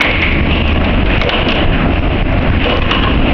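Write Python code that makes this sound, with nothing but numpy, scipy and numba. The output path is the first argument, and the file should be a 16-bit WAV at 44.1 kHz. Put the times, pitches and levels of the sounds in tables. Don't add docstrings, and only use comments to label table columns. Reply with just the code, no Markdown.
import sys
import numpy as np
from scipy import signal
from scipy.io import wavfile
from scipy.ndimage import uniform_filter1d
from numba import njit

SR = 44100
rng = np.random.default_rng(int(sys.argv[2]) if len(sys.argv) > 2 else 0)


def magnitude_from_level(level_db):
    exponent = np.asarray(level_db, float) / 20
    return 10 ** exponent


def generate_wav(signal):
    frames = np.transpose(np.atleast_2d(signal))
    scaled = np.clip(frames, -1, 1) * 32767
    pcm = np.round(scaled).astype(np.int16)
    wavfile.write(sys.argv[1], SR, pcm)


N = 146853
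LIMIT = 0.6
CHIP_HZ = 4730


def norm(x):
    return x / np.sqrt(np.mean(x ** 2))


def curve(table, col):
    a = np.array(table, float)
    return np.interp(np.arange(N) / SR, a[:, 0], a[:, col])


def band(x, hz, width):
    return signal.lfilter(*signal.iirpeak(hz, hz / width, fs=SR), x)


def low(x, hz, order):
    return signal.sosfilt(signal.butter(order, hz, fs=SR, output="sos"), x)


def walk(rate):
    hold = int(SR / rate)
    levels = np.repeat(rng.standard_normal(N // hold + 1), hold)
    return 1.3 * uniform_filter1d(uniform_filter1d(levels, hold), hold)[:N]


def colour(table, lo_hz, hi_hz, flicker_db, source):
    a, out = np.array(table, float), 0
    for hz in lo_hz * 2 ** np.arange(0, np.log2(hi_hz / lo_hz), 1 / 3):
        db = np.interp(np.log(hz), np.log(a[:, 0]), a[:, 1]) + flicker_db * walk(12)
        third_octave = band(band(source(), hz, hz / 3), hz, hz / 3)
        out = out + magnitude_from_level(db) * third_octave
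    return norm(out)


def add(out, s, x):
    i = max(int(s * SR), 0)
    out[i:i + len(x)] += x[:N - i]


# t/s, firing rate f/Hz, drone level/dB
ENGINE = [(0, 75, -26), (.22, 84, -20), (.4, 71, -13), (.8, 80, -12), (.95, 86, -19), (1.34, 78, -24),
          (1.44, 82, -20), (1.94, 80, -21), (2.28, 84, -20), (2.54, 82, -15), (2.66, 80, -25),
          (2.79, 87, -15), (2.95, 82, -24), (3.33, 86, -24)]
# f/Hz, width f/Hz, level/dB
EXHAUST = [(169, 100, -2), (235, 25, -2.5), (287, 80, -11), (474.5, 2.4, -18.5), (567, 11, -7.5),
           (1129, 42, -10)]
# t/s, clatter level/dB, wind level/dB
EFFORT = [(0, -14.5, -23), (.2, -24.5, -19.5), (.45, -19, -15), (.8, -16.5, -16), (1.05, -16, -14.5),
          (1.15, -14.5, -15.5), (1.285, -20, -20.5), (1.31, -10.5, -20.5), (1.45, -17, -20.5),
          (1.7, -16, -11), (2.0, -17.5, -17.5), (2.3, -19, -14.5), (2.6, -16.5, -15), (2.7, -14.5, -19.5),
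          (2.85, -17, -21.5), (2.93, -15, -14), (3.05, -17.5, -13.5), (3.33, -12, -12.5)]
# f/Hz, level per Hz/dB
CLATTER = [(300, 4), (420, -9.5), (650, -1), (930, -13), (1400, -10), (2100, -12.5), (2900, -6.5),
           (4200, -57.5)]


def engine():
    firing_jitter, firing_scatter_db, harmonics_db = .05, 1.5, -6
    ticks_per_s, tick_spread_db, tick_db = 340, 5.5, -9.5
    phase = np.cumsum(curve(ENGINE, 1) * (1 + firing_jitter * walk(40))) / SR
    pulses = np.diff(np.floor(phase), prepend=0) * magnitude_from_level(firing_scatter_db * walk(40))
    harmonics = np.zeros(N)
    for k, (hz, width, db) in enumerate(EXHAUST):
        harmonics += (-1) ** k * magnitude_from_level(db) * band(pulses, hz, width) / np.sqrt(width)
    drone = magnitude_from_level(harmonics_db) * norm(harmonics) + np.sqrt(2) * np.sin(2 * np.pi * phase)

    gate = 1 + .11 * np.cos(2 * np.pi * phase)
    strength_db = tick_spread_db * np.minimum(rng.exponential(size=N), 1.6)
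    ticks = (rng.random(N) < ticks_per_s / SR) * magnitude_from_level(strength_db) * rng.choice([-1, 1], N)
    ticks = magnitude_from_level(tick_db) * norm(ticks)
    clatter = colour(CLATTER, 259, 6500, 2, lambda: gate * rng.standard_normal(N) + ticks)
    return drone * magnitude_from_level(curve(ENGINE, 2)) + clatter * magnitude_from_level(curve(EFFORT, 1) + 1)


# f/Hz, level per Hz/dB
WIND = [(15, 3), (40, 2), (110, -8.5), (280, -9), (420, -22.5), (700, -39)]
# t/s, level over the
# limit/dB, direction (sign)
BUFFETS = [(0.413, 8, -1), (0.625, 7, -1), (0.733, 8, -1), (0.787, 5, 1), (1.035, 9, 1), (1.184, 9, 1),
           (1.249, 6, -1), (1.432, 5, -1), (1.662, 9, -1), (1.869, 4, -1), (1.998, 12, 1), (2.082, 6, -1),
           (2.229, 15, -1), (2.351, 6, 1), (2.394, 6, -1), (2.506, 8, 1), (2.582, 5, -1), (2.799, 11, -1),
           (2.831, 5, -1), (2.867, 5, 1), (3.002, 5, 1), (3.179, 6, -1), (3.331, -1, 1)]


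def wind():
    push_s, rebound_s, rebound_length_s, rebound = .0011, .02, .007, .05
    lead_s, buffet_db = .008, 3.5
    out = colour(WIND, 16.44, 600, 2, lambda: rng.standard_normal(N)) * magnitude_from_level(curve(EFFORT, 2) + 5)
    t = np.arange(-lead_s * SR, .05 * SR) / SR
    push = np.exp(-(t / push_s) ** 2 / 2)
    push = push - rebound * np.exp(-((t - rebound_s) / rebound_length_s) ** 2 / 2)
    for s, db, sign in BUFFETS:
        add(out, s - lead_s, np.sign(sign) * LIMIT * magnitude_from_level(db + buffet_db) * push)
    return out


# f/Hz, level/dB, t60/s, width f/Hz
BOOM = [(488.5, 0, 0.99, 36), (570, -1.5, 0.85, 88)]
# f/Hz, level/dB, t60/s, width f/Hz
STICK = [(1074, -2.5, 1, 74), (1482, -6.5, 0.34, 40), (2350, -11, 0.25, 34), (2620, -8.5, 0.21, 27),
         (2900, -5.5, .8, 27)]


def decay(t, t60):
    return np.exp(-np.log(1000) * t / t60)


def shake(modes, t):
    out = np.zeros(len(t))
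    for hz, db, t60, width in modes:
        out += magnitude_from_level(db) * norm(band(rng.standard_normal(len(t)), hz, width)) * decay(t, t60)
    return out


def strike(t, hz, bright, ring_s):
    burst = rng.standard_normal(len(t)) * np.exp(-t / min(.027, 2.4 * ring_s))
    crack = low(band(burst, 3300, 2400) + band(burst, 1180, 1100), 3500, order=5)
    tick = band(band(burst, CHIP_HZ, 3000), CHIP_HZ, 3000) * np.exp(-t / .0013)
    ring = np.sin(2 * np.pi * hz * t) * np.exp(-t / ring_s)
    return (crack + .75 * bright * tick) / abs(crack).max() + magnitude_from_level(-3) * ring


def rock_echo(t, hz):
    body_db, chisel_db, t60 = -8, -8.5, 1.06
    noise = rng.standard_normal(len(t))
    wash = norm(band(noise, hz, 430))
    wash = wash + magnitude_from_level(body_db) * norm(band(noise, 1300, 2400))
    wash = wash + magnitude_from_level(chisel_db) * norm(band(noise, hz, 49))
    return low(wash, 3490, order=4) * decay(t, t60)


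# t/s, peak level/dB, ring f/Hz, tick brightness (gain), ring time t/s
KNOCKS = [(.0084, 10, 2210, .6, 0.014), (0.1123, -6, 2686, 2.5, 0.0028), (.2184, -3.5, 2207, 1.6, 0.0013),
          (0.5089, -3.5, 2780, .1, 0.0044), (0.8442, -3.5, 2855, 1.2, 0.0041),
          (0.8506, -12, 2950, 3.8, 0.0027), (1.059, -4.5, 2164, 1.35, .006),
          (1.2147, 6.5, 2200, 3.2, 0.0047), (1.2927, 12.5, 2900, 1.7, 0.0052),
          (1.485, -2.5, 2906, 3.5, 0.0054), (1.5203, -0.5, 2570, 3.5, 0.0064),
          (1.5532, -3, 2570, 3.9, 0.0072), (2.6419, -1.5, 2970, 0.69, 0.0062),
          (2.6933, -3.5, 2535, 2, 0.0076), (2.818, -1.5, 2560, .6, 0.0061), (2.9112, 7, 2824, 1.5, .005),
          (3.036, -2, 3230, .6, .006)]
ECHO_DB = [-12, -22.5, -14.5, -18.5, -32.5, -39, -37.5, -23, -16.5, -17, -32.5, -33.5, -23, -37.5, -44.5,
           -18.5, -29]
BOOM_DB = [-18, -32.5, -33, -30.5, -39, -43.5, -30, -13.5, -28, -33.5, -21.5, -32.5, -13.5, -19, -36, -20.5,
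           -24]
STICK_DB = [-19, -35, -32, -36.5, -36, -44.5, -29.5, -32, -16.5, -25.5, -28, -28, -21, -18, -32, -13, -18]


def knocks():
    out, t = np.zeros(N), np.arange(int(1.5 * SR)) / SR
    build_up = 1 - np.exp(-t / .0027)
    for knock, echo_db, boom_db, stick_db in zip(KNOCKS, ECHO_DB, BOOM_DB, STICK_DB):
        s, db, hz, bright, ring_s = knock
        hit = strike(t, hz, bright, ring_s)
        tail = rock_echo(t, hz) * magnitude_from_level(echo_db)
        tail = tail + shake(BOOM, t) * magnitude_from_level(boom_db) + shake(STICK, t) * magnitude_from_level(stick_db)
        add(out, s, magnitude_from_level(db) * hit / 2 + build_up * tail)
    return out


# t/s, peak level/dB
CHIPS = [(0.324, -31), (0.371, -36), (0.4544, -40), (0.5586, -34), (0.5728, -27), (0.6784, -27),
         (0.7078, -38), (0.728, -31), (0.7607, -35), (0.8699, -44), (0.9881, -42), (1.012, -33),
         (1.1019, -33), (1.1787, -32), (1.2208, -27), (1.2358, -17), (1.4082, -40), (1.5068, -21),
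         (1.731, -36), (1.8178, -41), (1.8886, -33), (1.934, -34), (1.9865, -33), (1.999, -27),
         (2.222, -38), (2.325, -33), (2.383, -31.5), (2.3914, -32), (2.4243, -31), (2.4443, -46),
         (2.477, -38.5), (2.5695, -36), (2.6728, -34), (2.7394, -24.5), (2.7703, -25.5), (2.8289, -29),
         (2.8655, -33), (2.9477, -25), (3.0017, -26), (3.031, -33), (3.1425, -32)]


def chips():
    out, t = np.zeros(N), np.arange(600) / SR
    for s, db in CHIPS:
        chip = band(rng.standard_normal(600) * np.exp(-t / .0013), CHIP_HZ, 3500)
        add(out, s, magnitude_from_level(db + 17) * chip / abs(chip).max())
    return out


def scene():
    return (engine() + wind() + knocks() + chips())[None]


@njit
def limiter(x, key, top, release):
    y, e = np.empty(len(x)), top
    for i in range(len(x)):
        e = max(abs(key[i]), e + (top - e) * release)
        y[i] = x[i] * top / e
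    return y


def drop_treble(x):
    keep_db, keep_from_hz = -77.5, 5150
    hz, _, z = signal.stft(x, SR, nperseg=4096, noverlap=2048)
    strong = uniform_filter1d(abs(z) ** 2, size=12, axis=0) > magnitude_from_level(2 * keep_db)
    edge = np.maximum((strong * hz[:, None]).max(axis=0), keep_from_hz)
    return signal.istft(z * (hz[:, None] <= edge), SR, nperseg=4096, noverlap=2048)[1][:N]


def top_cut(x):
    return signal.sosfilt(signal.butter(12, 20000, fs=SR, output="sos"), x)


def record(dry):
    sense_hz, sense_treble, sense_lag_s, release_s = 900, .9, .01, .012
    x = signal.lfilter(*signal.butter(1, 7.3, "high", fs=SR), dry[0])
    bass = signal.filtfilt(*signal.butter(2, sense_hz, fs=SR), x)
    treble = x - bass
    key = bass + sense_treble * np.roll(treble, int(sense_lag_s * SR))
    key = np.maximum(abs(key), abs(bass + treble / 2))
    x = limiter(x, key, LIMIT, 1 / (release_s * SR))
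    x = low(x + .35 * band(x, 2700, 1400), 3432, order=3)
    x = x + magnitude_from_level(-52) * norm(band(rng.standard_normal(N), 4840, 3500))
    x = np.clip(x, -.8, .8)
    x = low(x, 6096, order=8)
    x = signal.sosfilt(signal.ellip(8, .2, 70, 6350, fs=SR, output="sos"), x)
    x = drop_treble(x)
    add(x, .0207, magnitude_from_level(-8) * np.hanning(4)[1:3])
    return top_cut(x[None])


dry = scene()
out = record(dry)
generate_wav(out)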